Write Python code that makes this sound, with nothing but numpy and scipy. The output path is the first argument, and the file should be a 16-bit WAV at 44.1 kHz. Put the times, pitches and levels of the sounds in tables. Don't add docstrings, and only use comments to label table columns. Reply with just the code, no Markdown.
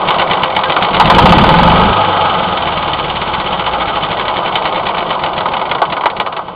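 import sys
import numpy as np
from scipy import signal
from scipy.io import wavfile

SR = 44100
rng = np.random.default_rng(int(sys.argv[2]) if len(sys.argv) > 2 else 0)


def wav_out(sig):
    wavfile.write(sys.argv[1], SR, np.round(np.clip(np.atleast_2d(sig).T, -1, 1) * 32767).astype(np.int16))


N = 288855
T = np.arange(N) / SR

# (time [s], speed [cycles/s])
SPEED = [(0, 9.646), (.573, 7.365), (1.0, 8.61), (1.03, 9.44), (1.207, 13.484), (1.567, 21.375),
         (1.852, 27.063), (2.009, 25.292), (2.67, 19.847), (3.304, 16.404), (3.694, 14.208), (4.899, 8.775),
         (5.75, 5.092), (6.174, 3.077), (6.36, 2.5), (6.44, .6)]
# (frequency [Hz], level [dB])
CLACK = [(400, -18.5), (1000, -10), (1700, -5), (2200, -1.5), (2650, 0), (3100, 2.5), (3550, -1),
         (3900, -10), (4400, -14.5), (5000, -31.5)]


def amp(db):
    return 10 ** (np.asarray(db) / 20)


def unit_rms(x):
    return x / np.sqrt(np.mean(x ** 2) + 1e-20)


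def over_time(rows):
    return np.interp(T, *np.transpose(rows))


def speed_gain(rows, column=1):
    rows = np.asarray(rows)
    return amp(np.interp(over_time(SPEED), rows[:, 0], rows[:, column]))


def speed_law(db, per_octave_db):
    return amp(db + per_octave_db * np.log2(over_time(SPEED) / 10))


def load_gain(full_db):
    # (time [s], load [0-1])
    load = [(0, 0.51), (.3, 0.54), (.6, 0.17), (.85, 0.67), (1.3, 0.7), (1.6, 0.37), (2.2, 0.11), (2.6, 0)]
    return amp(full_db * over_time(load))


def throttle():
    # (time [s], level [dB])
    suction = [(.9, -25), (1.05, -16), (1.25, -4.5), (1.5, -9), (1.75, -11.5), (1.9, -14), (1.94, -30)]
    return amp(over_time(suction)) * (T > suction[0][0]) * (T < suction[-1][0])


def combustion():
    # (time [s], level [dB])
    strength = [(1.0, 4.5), (1.3, 3), (1.54, -3), (1.64, -5.5), (1.85, -9.5)]
    ignition = (T > strength[0][0] - .04) & (T < strength[-1][0] + .02)
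    return ignition * amp(over_time(strength))


def cycles():
    return -.271 + np.cumsum(over_time(SPEED)) / SR


def strokes(phase, scatter_db):
    at = np.flatnonzero(np.diff(np.floor(cycles() - phase)) > 0)
    train = np.zeros(N)
    train[at] = amp(scatter_db * rng.standard_normal(100)[:len(at)])
    return train


def grit(per_s, spread_db):
    size = amp(spread_db * np.clip(rng.standard_normal(N), -2, 2))
    return unit_rms(size * rng.choice([-1, 1], N) * (rng.random(N) < per_s / SR))


def chatter(blows, rise_s, decay_s, tail_db, tail_s):
    t = T[:SR // 5]
    shape = (1 - np.exp(-t / rise_s)) * (np.exp(-t / decay_s) + amp(tail_db) * np.exp(-t / tail_s))
    power = signal.oaconvolve(blows ** 2, (shape / shape.max()) ** 2)[:N]
    return np.sqrt(abs(power))


def casing(x, spectrum):
    # (frequency [Hz], width [Hz], gain [dB])
    modes = [(322, 20, 5), (375, 25, 4), (462, 20, 4), (525, 25, 7), (650, 40, 2), (850, 60, 4.5),
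             (992, 50, 3), (1236, 45, 5), (1501, 40, 5), (1875, 35, -5), (1930, 40, 8), (2010, 35, 5),
             (2075, 45, -3), (2208, 45, 6), (2260, 35, 3), (2370, 50, 2), (2920, 40, 3), (3026, 65, 7),
             (3267, 60, 4), (3566, 60, 4), (3650, 40, 3), (3890, 70, 3), (4190, 50, -4), (4420, 70, 5)]
    size = 8192
    hz = abs(np.fft.fftfreq(size, 1 / SR))
    knots_hz, knots_db = np.transpose(spectrum)
    db = np.interp(np.log(hz + 1), np.log(knots_hz), knots_db)
    db += sum(peak / (1 + (2 * (hz - centre) / width) ** 2) for centre, width, peak in modes)
    response = np.exp(np.conj(signal.hilbert(np.log(amp(db)))))
    ring = np.fft.ifft(response).real[:size // 2]
    return signal.oaconvolve(x, ring / np.linalg.norm(ring))[:N]


def resonator(drive, modes):
    t = T[:SR // 4]
    ring = sum(amp(db) * np.exp(-np.pi * width * t) * np.sin(2 * np.pi * hz * t)
               for hz, width, db in modes)
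    onset = 1 - np.exp(-t / .0058)
    return signal.oaconvolve(drive, ring * onset)[:N]


def impact(clack, thud):
    # (frequency [Hz], level [dB])
    slow_spectrum = [(400, -22), (1000, -4), (1450, -3), (1750, -2.5), (2200, 2.5), (2650, -1), (3100, 1.5),
                     (3550, -2.5), (3900, -7.5), (4400, -13.5), (5000, -35)]
    # (frequency [Hz], level [dB])
    thud_spectrum = [(150, -37.5), (320, -13), (500, -11.5), (680, -3.5), (900, 0), (1100, -0.5),
                     (1330, -6), (1550, -12.5), (1750, -28), (2600, -39)]
    bright = grit(per_s=12000, spread_db=2)
    bright *= chatter(clack, rise_s=.00058, decay_s=.0094, tail_db=-22, tail_s=.014)
    dull = grit(per_s=8000, spread_db=2)
    dull *= chatter(thud, rise_s=.0014, decay_s=.015, tail_db=-17.5, tail_s=.028)
    slow_share = np.clip(7.75 / over_time(SPEED), 0, 1) ** 2
    clacks = casing(bright * slow_share, slow_spectrum) + casing(bright * (1 - slow_share), CLACK)
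    return clacks + casing(dull, thud_spectrum)


def churn():
    # (speed [cycles/s], rumble level [dB], belt level [dB], gear level [dB])
    levels = [(1, -32, -25, -32.5), (2.85, -34.5, -19.5, -35), (6, -28.5, -15, -28),
              (10.5, -29.5, -13, -23), (16.8, -27.5, -18, -23), (25.4, -25, -10.5, -16)]
    # (frequency [Hz], level [dB])
    rumble_spectrum = [(15, -25), (40, -10), (100, -5.5), (180, 1.5), (260, -7.5), (400, -7), (600, -8),
                       (900, -44.5)]
    # (frequency [Hz], level [dB])
    belt_spectrum = [(150, -39.5), (350, -10), (500, -6.5), (680, 0.5), (900, -1.5), (1100, -1),
                     (1330, -8.5), (1550, -14), (1750, -33.5), (2600, -37)]
    surge = np.cos(2 * np.pi * (cycles() - .53))
    belt = speed_gain(levels, 2) * load_gain(4.5) * amp(.22 * surge) * grit(per_s=3000, spread_db=1.5)
    gears = speed_gain(levels, 3) * load_gain(5.5) * amp(.85 * surge) * grit(per_s=4000, spread_db=2)
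    rumble_gain = (speed_gain(levels, 1) + amp(-7) * throttle()) * amp(1.9 * surge)
    rumble = casing(rumble_gain * grit(per_s=3600, spread_db=3), rumble_spectrum)
    return rumble + amp(-4) * casing(belt, belt_spectrum) + amp(-8) * casing(gears, CLACK)


def shake():
    # (speed [cycles/s], once-a-turn level [dB], twice-a-turn level [dB])
    levels = [(3, -73, -68.5), (9, -57.5, -52.5), (13.5, -57, -39), (17.5, -38, -34.5), (22.2, -45, -37),
              (25.5, -46, -27)]
    crank = 4 * np.pi * cycles()
    once = speed_gain(levels, 1) + speed_law(db=-44, per_octave_db=21) * throttle()
    twice = speed_gain(levels, 2) + amp(-21) * throttle()
    overtones = amp(-10) * np.cos(3 * crank) + amp(-7) * np.cos(4 * crank)
    return np.sqrt(2) * (-once * np.sin(crank) + twice * (np.cos(2 * crank) + overtones))


def clutch():
    # (speed [cycles/s], level [dB])
    rubbing = [(5, -50.5), (13, -21.5), (18, -25), (23, -17.5), (27, -15)]
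    # (frequency [Hz], width [Hz], level [dB])
    sheaves = [(521, 130, -2), (848, 78, 3), (1256, 66, 0), (1316, 48, -10.5), (1483, 57, -10.5),
               (1607, 45, -15)]
    # (start [s], length [s], frequency [Hz], level [dB])
    squeak = (.652, .04, 1595, -22)
    ringing = unit_rms(resonator(grit(per_s=2200, spread_db=5), sheaves))
    ringing *= speed_gain(rubbing) * load_gain(8.5)
    start, length, hz, db = squeak
    swell = np.sin(np.pi * np.clip((T - start) / length, 0, 1))
    return ringing + amp(db) * swell * np.sqrt(2) * np.sin(2 * np.pi * hz * T)


def airflow():
    # (frequency [Hz], width [Hz], level [dB])
    airbox = [(67, 43, 3), (103, 91, 4), (174.2, 28.3, 5), (203, 27, -2.5), (533, 27, -5.5),
              (868, 20, -7.5)]
    # (frequency [Hz], width [Hz], level [dB])
    muffler = [(60.4, 26, -14.5), (110, 35, -5), (173.4, 48, 5), (231, 24, -16), (306, 86, -25.5)]
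    gulps = strokes(phase=.775, scatter_db=.5)
    overlap = strokes(phase=.5, scatter_db=1)
    blowdown = strokes(phase=.26, scatter_db=1.5)
    pumping = speed_law(db=-16.5, per_octave_db=1) * load_gain(14.5) + amp(-5) * combustion()
    intake = amp(7) * resonator(throttle() * gulps, airbox)
    return intake + resonator(pumping * (overlap + amp(-6) * blowdown), muffler)


def knocks():
    # (time [s], clack level [dB], thud level [dB])
    take_ups = [(0.142, -17, -11.5), (0.371, -21, -9.5), (0.5, -19.5, -15), (.635, -11, -13.5),
                (0.764, -11, -4.5), (0.884, -17.5, -19), (5.456, -16.5, -11), (5.613, -18.5, -11.5),
                (5.817, -13.5, -3), (6.035, -23, -12.5), (6.057, -10.5, -3), (6.365, -17.5, -16.5),
                (6.39, -34, -15), (6.481, -30, -21)]
    times, clack_db, thud_db = np.transpose(take_ups)
    at = (times * SR).astype(int)
    clack, thud = np.zeros((2, N))
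    clack[at], thud[at] = amp(clack_db), amp(thud_db)
    return impact(clack, thud)


def valves():
    # (phase [0-1], clack level [dB], thud level [dB], gain at full load [dB])
    timing = [(0.218, -6, -10.5, -2), (.43, -6, -8, 8.5), (0.535, 2.5, 2, 8), (0.719, -3, 0.5, 9.5),
              (.885, -9, -6.5, 2)]
    # (speed [cycles/s], clack gain [dB], thud gain [dB])
    force = [(2.46, -12.5, -10.5), (4.85, -15.5, -14), (9.15, -15, -17.5), (17.1, -19, -20),
             (27, -21.5, -24.5)]
    clack, thud = np.zeros((2, N))
    for phase, clack_db, thud_db, load_db in timing:
        blows = strokes(phase, scatter_db=1.5) * load_gain(load_db)
        clack += amp(clack_db) * blows
        thud += amp(thud_db) * blows
    return impact(clack * speed_gain(force, 1), thud * speed_gain(force, 2))


def firings():
    # (frequency [Hz], level [dB])
    bang_spectrum = [(300, -28.5), (600, -14.5), (900, -3.5), (1200, -10), (1450, -15), (1800, -22),
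                     (3300, -22.5), (5000, -39.5)]
    blows = strokes(phase=0, scatter_db=.5) * combustion()
    boom = grit(per_s=8000, spread_db=.5)
    boom *= chatter(blows, rise_s=.0005, decay_s=.016, tail_db=-32, tail_s=.03)
    crack = grit(per_s=9000, spread_db=.5)
    crack *= chatter(blows, rise_s=.0005, decay_s=.008, tail_db=-22, tail_s=.02)
    return amp(2.5) * casing(boom, bang_spectrum) + amp(-12.5) * casing(crack, CLACK)


def scene():
    return (valves() + knocks() + firings() + airflow() + shake() + churn() + clutch())[None]


def record(dry):
    pole = np.exp(-1 / (.006 * SR))
    power_db = 10 * np.log10(signal.lfilter([1 - pole], [1, -pole], dry ** 2) + 1e-12)
    threshold_db, ceiling, knee_order = -9.5, 1.06, 6
    compressed = dry / amp(.25 * np.maximum(power_db - threshold_db, 0))
    saturated = compressed / (1 + abs(compressed / ceiling) ** knee_order) ** (1 / knee_order)
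    treble_cut = signal.firwin(301, 4920, window=("kaiser", 8), fs=SR)
    final_lowpass = signal.firwin(255, 17000, window=("kaiser", 8), fs=SR)
    dulled = signal.oaconvolve(saturated, treble_cut[None], "same")
    return signal.oaconvolve(np.clip(dulled, -1, 1), final_lowpass[None], "same")


dry = scene()
out = record(dry)
wav_out(out)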